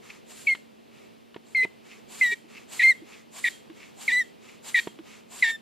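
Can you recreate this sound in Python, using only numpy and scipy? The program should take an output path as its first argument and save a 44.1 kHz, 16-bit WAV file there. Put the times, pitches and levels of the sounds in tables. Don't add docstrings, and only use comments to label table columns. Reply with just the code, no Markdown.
import sys
import numpy as np
from scipy import signal
from scipy.fft import rfft, irfft, next_fast_len
from scipy.io import wavfile
from scipy.ndimage import map_coordinates

SR = 44100
rng = np.random.default_rng(int(sys.argv[2]) if len(sys.argv) > 2 else 0)


def file_out(sig):
    cols = np.atleast_2d(sig).T
    lim = np.clip(cols, -1, 1)
    pcm = np.round(lim * 32767).astype(np.int16)
    wavfile.write(sys.argv[1], SR, pcm)


N = 247401

# start_s, end_s, first_pitch_hz,
# settled_pitch_hz, settling_s, first_level_db, settled_level_db (both before the tone trim), first_flutter (0-1),
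# later_flutter (0-1), release_s, release_droop_hz, overtone_offset_db
SQUEAKS = [(.471, 0.545, 2295, 2095, 0.023, -18, -22.5, 0.12, 0.04, 0.015, 27, -5),
           (1.549, 1.652, 2154, 1982, .045, -21, -19.5, 0.09, 0.04, 0.0024, -2, -2.5),
           (2.212, 2.347, 2110, 1838, 0.048, -15.5, -31.5, 0.01, 0.13, 0.0092, 2, 2.5),
           (2.795, 2.93, 2122, 1904, 0.0048, -17.5, -21, 0.41, 0.61, 0.031, 250, 1),
           (3.442, 3.491, 2102, 1897, 0.0057, -18.5, -23.5, 0.18, 0.87, 0.0083, 0, -4),
           (4.08, 4.232, 2276, 1799, .011, -17, -27, 0.11, 0.7, .032, 153, 3),
           (4.745, 4.804, 2027, 1870, 0.015, -16.5, -22.5, 0.19, 0.76, 0.0078, 0, 5.5),
           (5.425, 5.57, 2146, 1803, 0.012, -12, -26, 0.18, 0.48, 0.019, 34, 7)]
# start_s, end_s, hiss_level_db (before turbulence), barrel_ring_level_db
PUSHES = [(0.287, 0.495, -50.5, -47.5), (1.464, 1.677, -60.5, -72), (2.106, 2.319, -47, -51.5),
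          (2.705, 2.906, -45.5, -51.5), (3.34, 3.501, -45, -45.5), (3.982, 4.202, -47, -52.5),
          (4.647, 4.811, -45, -44), (5.311, 5.528, -46, -61.5)]
# frequency_hz, relative_density_db
HISS_COLOUR = [(500, -14.5), (1200, -6), (2500, -1.5), (4600, -3), (5900, -8.5), (7400, 1.5), (8600, -8),
               (10200, -10), (11800, -12), (14400, -18.5), (15300, -35.5)]
# frequency_hz, coherence (-1 to 1)
NEAR_LIKENESS = [(600, 0), (1400, 0.78), (3000, 1), (5000, 0.9), (7000, 0.15), (15000, 0.034)]


def amp(db):
    return 10 ** (np.asarray(db) / 20)


def unit(x):
    return x / np.sqrt(np.mean(x ** 2) + 1e-20)


def along(points, hz):
    f, v = np.transpose(points)
    return np.interp(np.log(hz + 1), np.log(f + 1), v)


def clock():
    return np.arange(N) / SR


def gate(t, start, end, rise, fall):
    return (1 + np.tanh((t - start) / rise)) * (1 + np.tanh((end - t) / fall)) / 4


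def wobble(rate, size):
    knots = rng.standard_normal(int(size * rate / SR) + 4)
    return map_coordinates(knots, [np.arange(size) * rate / SR])


def band(centre, width):
    phase = 2 * np.pi * np.cumsum(centre) / SR
    return wobble(width, len(phase)) * np.sin(phase) + wobble(width, len(phase)) * np.cos(phase)


def filtered(x, response):
    m = next_fast_len(N + SR // 2)
    return irfft(rfft(x, m) * response(np.fft.rfftfreq(m, 1 / SR)), m)[..., :N]


def rush(spectrum, alike):
    def mid_side_gain(hz):
        turn = np.arccos(np.clip(along(alike, hz), -.9, 1)) / 2
        return amp(along(spectrum, hz)) * [np.ones_like(hz), np.tan(turn)]
    mid, side = filtered(rng.standard_normal((2, N)), mid_side_gain)
    return np.array([mid + side, mid - side]) / mid.std()


def add(track, s, sound):
    part = track[..., round(s * SR):][..., :sound.shape[-1]]
    part += sound[..., :part.shape[-1]]


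def valve():
    lead_in_s = .01
    out = np.zeros((2, N))
    for row in SQUEAKS:
        add(out, row[0] - lead_in_s, squeak(row))
    return out + whistles()


def squeak(row, beat_hz=410, second_db=-4, half_db=-35, spit_db=-12, rasp_db=-19, build_s=.024,
           follow=0.6, calm_s=0.076, tone_db=0.57):
    # level_db (before offsets), right_lead_rad
    overtones = [(-29.5, 0.25), (-41.5, 1.36), (-37.5, 1.4), (-49.5, 1.1), (-52.5, 1.18), (-54, 1.8)]
    jitter_hz, shimmer_db, flicker_db, lowest_hz = 70, 4, 3.5, 1690
    start, end, *_, edge_db = row
    t = np.arange(start - .01, end + .02, 1 / SR)
    pitch, db, flutter = lip_motion(row, t)
    ragged = flutter * np.interp(t - start, [calm_s, calm_s + 0.018], [1, .35])
    ports = np.array([[-1], [1]]) / 2

    def chance(rate):
        return wobble(rate, len(t))

    unsteady_hz = pitch + 5 * chance(149.6) + jitter_hz * ragged * chance(598)
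    phase = 2 * np.pi * np.cumsum(unsteady_hz) / SR
    beat = 2 * np.pi * np.cumsum(beat_hz + 160 * ragged * chance(247.7)) / SR
    second = flutter * amp(second_db + shimmer_db * ragged * chance(290))
    shimmer = amp(shimmer_db * ragged * chance(393.6) + .5 * chance(99))
    lip = shimmer * np.sin(phase + 0.14 * ports) + second * np.sin(phase + beat)

    bursts = unit(amp(flicker_db / 2 * chance(350)))
    spit = amp(spit_db) * band(1.95 * pitch, 549)
    rasp = amp(rasp_db) * (band(1.55 * pitch, 1300) + .5 * band(3 * pitch, 6000))
    lip += ragged * bursts * (spit + rasp)
    body = signal.cheby1(6, .5, lowest_hz, "highpass", fs=SR, output="sos")
    lip = signal.sosfilt(body, lip)

    swing = phase + second * np.sin(beat) + .06 * chance(450)
    slap = 0
    for k, (level, lead) in enumerate(overtones, 2):
        slap = slap + amp(level + flicker_db * chance(58.0)) * np.sin(k * swing + lead * ports)
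    halves = .5 * np.sin(phase / 2) + np.sin(3 * phase / 2) + 0.65 * np.sin(5 * phase / 2)
    slap += np.sqrt(ragged) * amp(half_db + flicker_db * chance(60)) * halves

    build = np.clip((t - start) / build_s, 0, 1)
    tone = amp(db + tone_db) * lip / np.sqrt(1 + second ** 2)
    sound = tone + amp(edge_db + follow * db) * build * slap
    return np.sqrt(2) * sound * gate(t, start, end, 0.00098, 0.0029)


def lip_motion(row, t):
    # time_s, pitch_hz (centre of the sway), level_db
    locks = [(2.832, 2114, -14.5), (4.119, 1984, -21), (5.513, 1816, -36.5)]
    # middle_s, level_db, flutter (0-1)
    chatters = [(1.641, -24.5, 0.48), (2.327, -24, .85)]
    lock_s, sway_hz, sway_period_s = .004, 27.2, .072
    flutter_left = 0.2
    chatter_half_s, chatter_rise_hz = 0.012, 52.3
    flutter_change_s, release_loss_db = 0.038, 20
    (start, end, first_hz, settled_hz, settle_s, first_db, settled_db,
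     first_flutter, later_flutter, release_s, droop_hz, _) = row
    age = np.maximum(t - start, 0)
    settled = 1 - np.exp(-age / settle_s)
    pitch = first_hz + (settled_hz - first_hz) * settled
    db = first_db + (settled_db - first_db) * settled ** 2
    flutter = np.interp(age, [0, flutter_change_s], [first_flutter, later_flutter])
    for s, lock_hz, lock_db in locks:
        if start < s < end:
            locked = (1 + np.tanh((t - s) / lock_s)) / 2
            sway = sway_hz * np.cos(2 * np.pi * (t - s) / sway_period_s)
            pitch += locked * (lock_hz + sway - pitch)
            db += locked * (lock_db - db)
            remaining = flutter_left * np.exp(-np.abs(t - s) / flutter_change_s)
            flutter *= 1 - locked * (1 - remaining)
    for s, chatter_db, depth in chatters:
        chatter = gate(t, s - chatter_half_s, s + chatter_half_s, .004, .006)
        pitch += chatter * chatter_rise_hz
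        db += chatter * (chatter_db - db)
        flutter += chatter * (depth - flutter)
    release = np.interp(t, [end - release_s, end], [0, 1])
    return pitch - droop_hz * release, db - release_loss_db * release ** 2, np.clip(flutter, 0, 1)


def whistles(bend=2.0, peak_share=0.22, onset_db=-5, fade_db=-16):
    # start_s, end_s, first_pitch_hz, last_pitch_hz, peak_level_db (rms)
    whistle_rows = [(0.465, 0.517, 2556, 3280, -36), (2.205, 2.27, 2420, 4620, -36)]
    t = clock()
    out = np.zeros(N)
    for start, end, first_hz, last_hz, db in whistle_rows:
        progress = np.interp(t, [start, end], [0, 1])
        pitch = first_hz + (last_hz - first_hz) * progress ** bend + 50 * wobble(400, N)
        phase = 2 * np.pi * np.cumsum(pitch) / SR
        swell_db = np.interp(progress, [0, peak_share, 1], [onset_db, 0, fade_db])
        out += amp(db + swell_db) * gate(t, start, end, .003, .003) * np.sqrt(2) * np.sin(phase)
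    return out


def pushes(rise=0.02, fall=0.029, puff_s=0.061, puff_hz=780, jet_hz=7500, climb=2.6, jet_db=-5):
    puff_db = -7
    t = clock()
    hiss, puff, travel = np.zeros((3, N))
    for start, end, hiss_db, _ in PUSHES:
        hiss += amp(hiss_db) * gate(t, start, end, rise, fall)
        puff += amp(hiss_db + puff_db) * gate(t, start, start + puff_s, rise, 0.0227)
        travel += (t - start) * gate(t, start - .05, end + .05, 0.00504, .005)
    jet_noise = np.array([band(jet_hz * (1 + climb * travel), 1500) for port in range(2)])
    jet = amp(jet_db) * np.exp(-4 * travel) * jet_noise
    turbulence = amp(2.5 * wobble(45, N))
    air = turbulence * rush(HISS_COLOUR, NEAR_LIKENESS) + jet
    return hiss * air + puff * band(puff_hz * (1 + 2 * climb * travel), 650)


def barrel(linger=0.055, fade=0.069):
    # frequency_hz, relative_level_db, t60_s
    column_modes = [(1840, 7, 0.17), (2123, 12, .1), (3215, 12.5, 0.33), (4390, 8, 0.203),
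                    (7600, -12.5, .14), (8230, -6, 0.121), (8500, -5, .14), (10450, 1, .2)]
    airy = 1.2
    t = np.arange(SR // 2) / SR
    ring = sum(amp(db - 60 * t / t60) * np.sin(2 * np.pi * hz * t) for hz, db, t60 in column_modes)
    ringing = signal.fftconvolve(rush(HISS_COLOUR, NEAR_LIKENESS), ring[None], axes=1)[:, :N]
    song = unit(ringing) + airy * rush(HISS_COLOUR, NEAR_LIKENESS)
    level = np.zeros(N)
    for (opens, *_), (_, end, _, db) in zip(SQUEAKS, PUSHES):
        level += amp(db) * gate(clock(), opens, end + linger, 0.011, fade)
    return unit(song) * level


def lifts(rise=0.02, fall=0.034, grain_db=3):
    # middle_s, intake_level_db, scuff_length_s, scuff_level_db
    lift_rows = [(0.104, -53, 0.014, -41), (1.0, -63, 0.19, -65), (1.923, -55.5, 0.041, -49),
                 (2.567, -55, 0.049, -46.5), (3.141, -54, 0.047, -48.5), (3.831, -55.5, 0.062, -50),
                 (4.495, -55, 0.041, -54), (5.128, -53, 0.062, -53.5)]
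    # frequency_hz, relative_density_db
    intake_colour = [(500, -17), (1250, -1.5), (1550, -8.5), (2200, 0.5), (3600, -8), (6000, -11.5),
                     (7400, -9), (8800, -19.5), (12200, -20.5), (14000, -48.5)]
    scuff_colour = [(1200, -28), (2200, -2.5), (2600, 0), (3300, -15), (5000, -16.5), (9000, -38)]
    intake_s = 0.15
    t = clock()
    intake, rub = np.zeros((2, N))
    for s, intake_db, length, scuff_db in lift_rows:
        intake += amp(intake_db) * gate(t, s - intake_s / 2, s + intake_s / 2, rise, fall)
        rub += amp(scuff_db) * np.exp(-(2 * (t - s) / length) ** 2)
    grain = unit(amp(grain_db * wobble(400, N)))
    return intake * rush(intake_colour, NEAR_LIKENESS) + rub * grain * rush(scuff_colour, NEAR_LIKENESS)


def knocks(attack=0.0013, click_t60=0.031, thud_db=6, click_db=-6, low_hz=120):
    # time_s, thud_level_db, click_level_db (both before trims)
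    knock_rows = [(0.549, -49, -24), (1.343, -62, -33), (1.362, -38, -34.5), (1.65, -33, -30),
                  (3.699, -57, -39.5), (4.872, -31, -26.5), (4.988, -52, -36)]
    # frequency_hz, relative_level_db, t60_s
    foot_modes = [(199.4, -16, 0.087), (387, 13.5, 0.012), (620, 1.5, 0.015), (930, -4, 0.03)]
    # frequency_hz, relative_density_db
    click_colour = [(400, -32), (1100, -1), (2000, 0), (3300, -0.5), (6000, -25), (15000, -41.5)]
    t = np.arange(SR // 5) / SR
    onset = 1 - np.exp(-t / attack)
    ring = onset * sum(amp(level - 60 * t / t60) * np.sin(2 * np.pi * hz * t) for hz, level, t60 in foot_modes)
    thuds, clicks = np.zeros((2, N))
    for s, db, bright_db in knock_rows:
        add(thuds, s, amp(db + thud_db) * ring)
        add(clicks, s, amp(bright_db + click_db - 60 * t / click_t60) * onset)
    thuds = signal.sosfilt(signal.butter(2, low_hz, "highpass", fs=SR, output="sos"), thuds)
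    left_right_db = [[-1.5], [1.5]]
    return thuds * amp(left_right_db) + clicks * rush(click_colour, NEAR_LIKENESS)


def gulps(length=0.018, fall=0.0062):
    # start_s, pitch_hz, peak_level_db (before the soft edges)
    gulp_rows = [(1.631, 446, -40), (2.32, 405, -40), (2.442, 316, -50), (3.019, 326, -41),
                 (3.699, 330, -39.5), (4.989, 320, -37)]
    t = np.arange(SR // 10) / SR
    out = np.zeros(N)
    for s, hz, db in gulp_rows:
        add(out, s, amp(db) * np.sin(2 * np.pi * hz * t) * gate(t, 0.00091, length, 0.0011, fall))
    return out


def garden(x, t60=0.27, wet_db=-25):
    t = np.arange(SR // 3) / SR
    scatter = rng.standard_normal(len(t)) + rng.standard_normal((2, len(t)))
    tail = scatter * amp(-60 * t / t60) * (t > .003)
    return amp(wet_db) * signal.fftconvolve(x, tail / np.linalg.norm(tail[0]), axes=1)[:, :N]


def background(rush_db=-57.5, hum_db=-1, waver_db=1.0, drift_hz=3.54):
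    # pitch_hz, level_db (rms, before the trim)
    hum_rows = [(226.1, -61.5)]
    # frequency_hz, relative_density_db
    outdoor_colour = [(15, -97), (25, -37), (139, -12), (159, -11.5), (198, -10), (226, -8.5), (338, -10.5),
                      (419, -8.5), (466, -11), (548, -14), (1440, -24.5), (2670, -18.5), (4570, -25.5),
                      (5970, -32), (15300, -41)]
    # frequency_hz, coherence (-1 to 1)
    far_likeness = [(100, -0.58), (700, -0.62), (1300, -0.55), (2400, 0.91), (4400, 0.86), (8000, .1)]
    hz, db = hum_rows[0]
    phase = 2 * np.pi * np.cumsum(hz + drift_hz * wobble(31, N)) / SR
    hum_level = amp(db + hum_db + waver_db * wobble(5.1, N))
    hum = np.sqrt(2) * hum_level * np.sin(phase + np.array([[0], [.9]]))
    return hum + amp(rush_db + wobble(4.76, N)) * rush(outdoor_colour, far_likeness)


def scene():
    pump = valve() + pushes() + barrel() + lifts() + knocks() + gulps()
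    return pump + garden(pump) + background()


def record(dry):
    # frequency_hz, left_over_right_db
    port_colour = [(250, -2.5), (1000, .5), (2000, 0), (9000, .5), (12500, -7.5)]
    top_hz = 15400
    sides = np.array([[1], [-1]]) / 2
    return filtered(dry, lambda hz: amp(along(port_colour, hz) * sides) * (hz < top_hz))


dry = scene()
out = record(dry)
file_out(out)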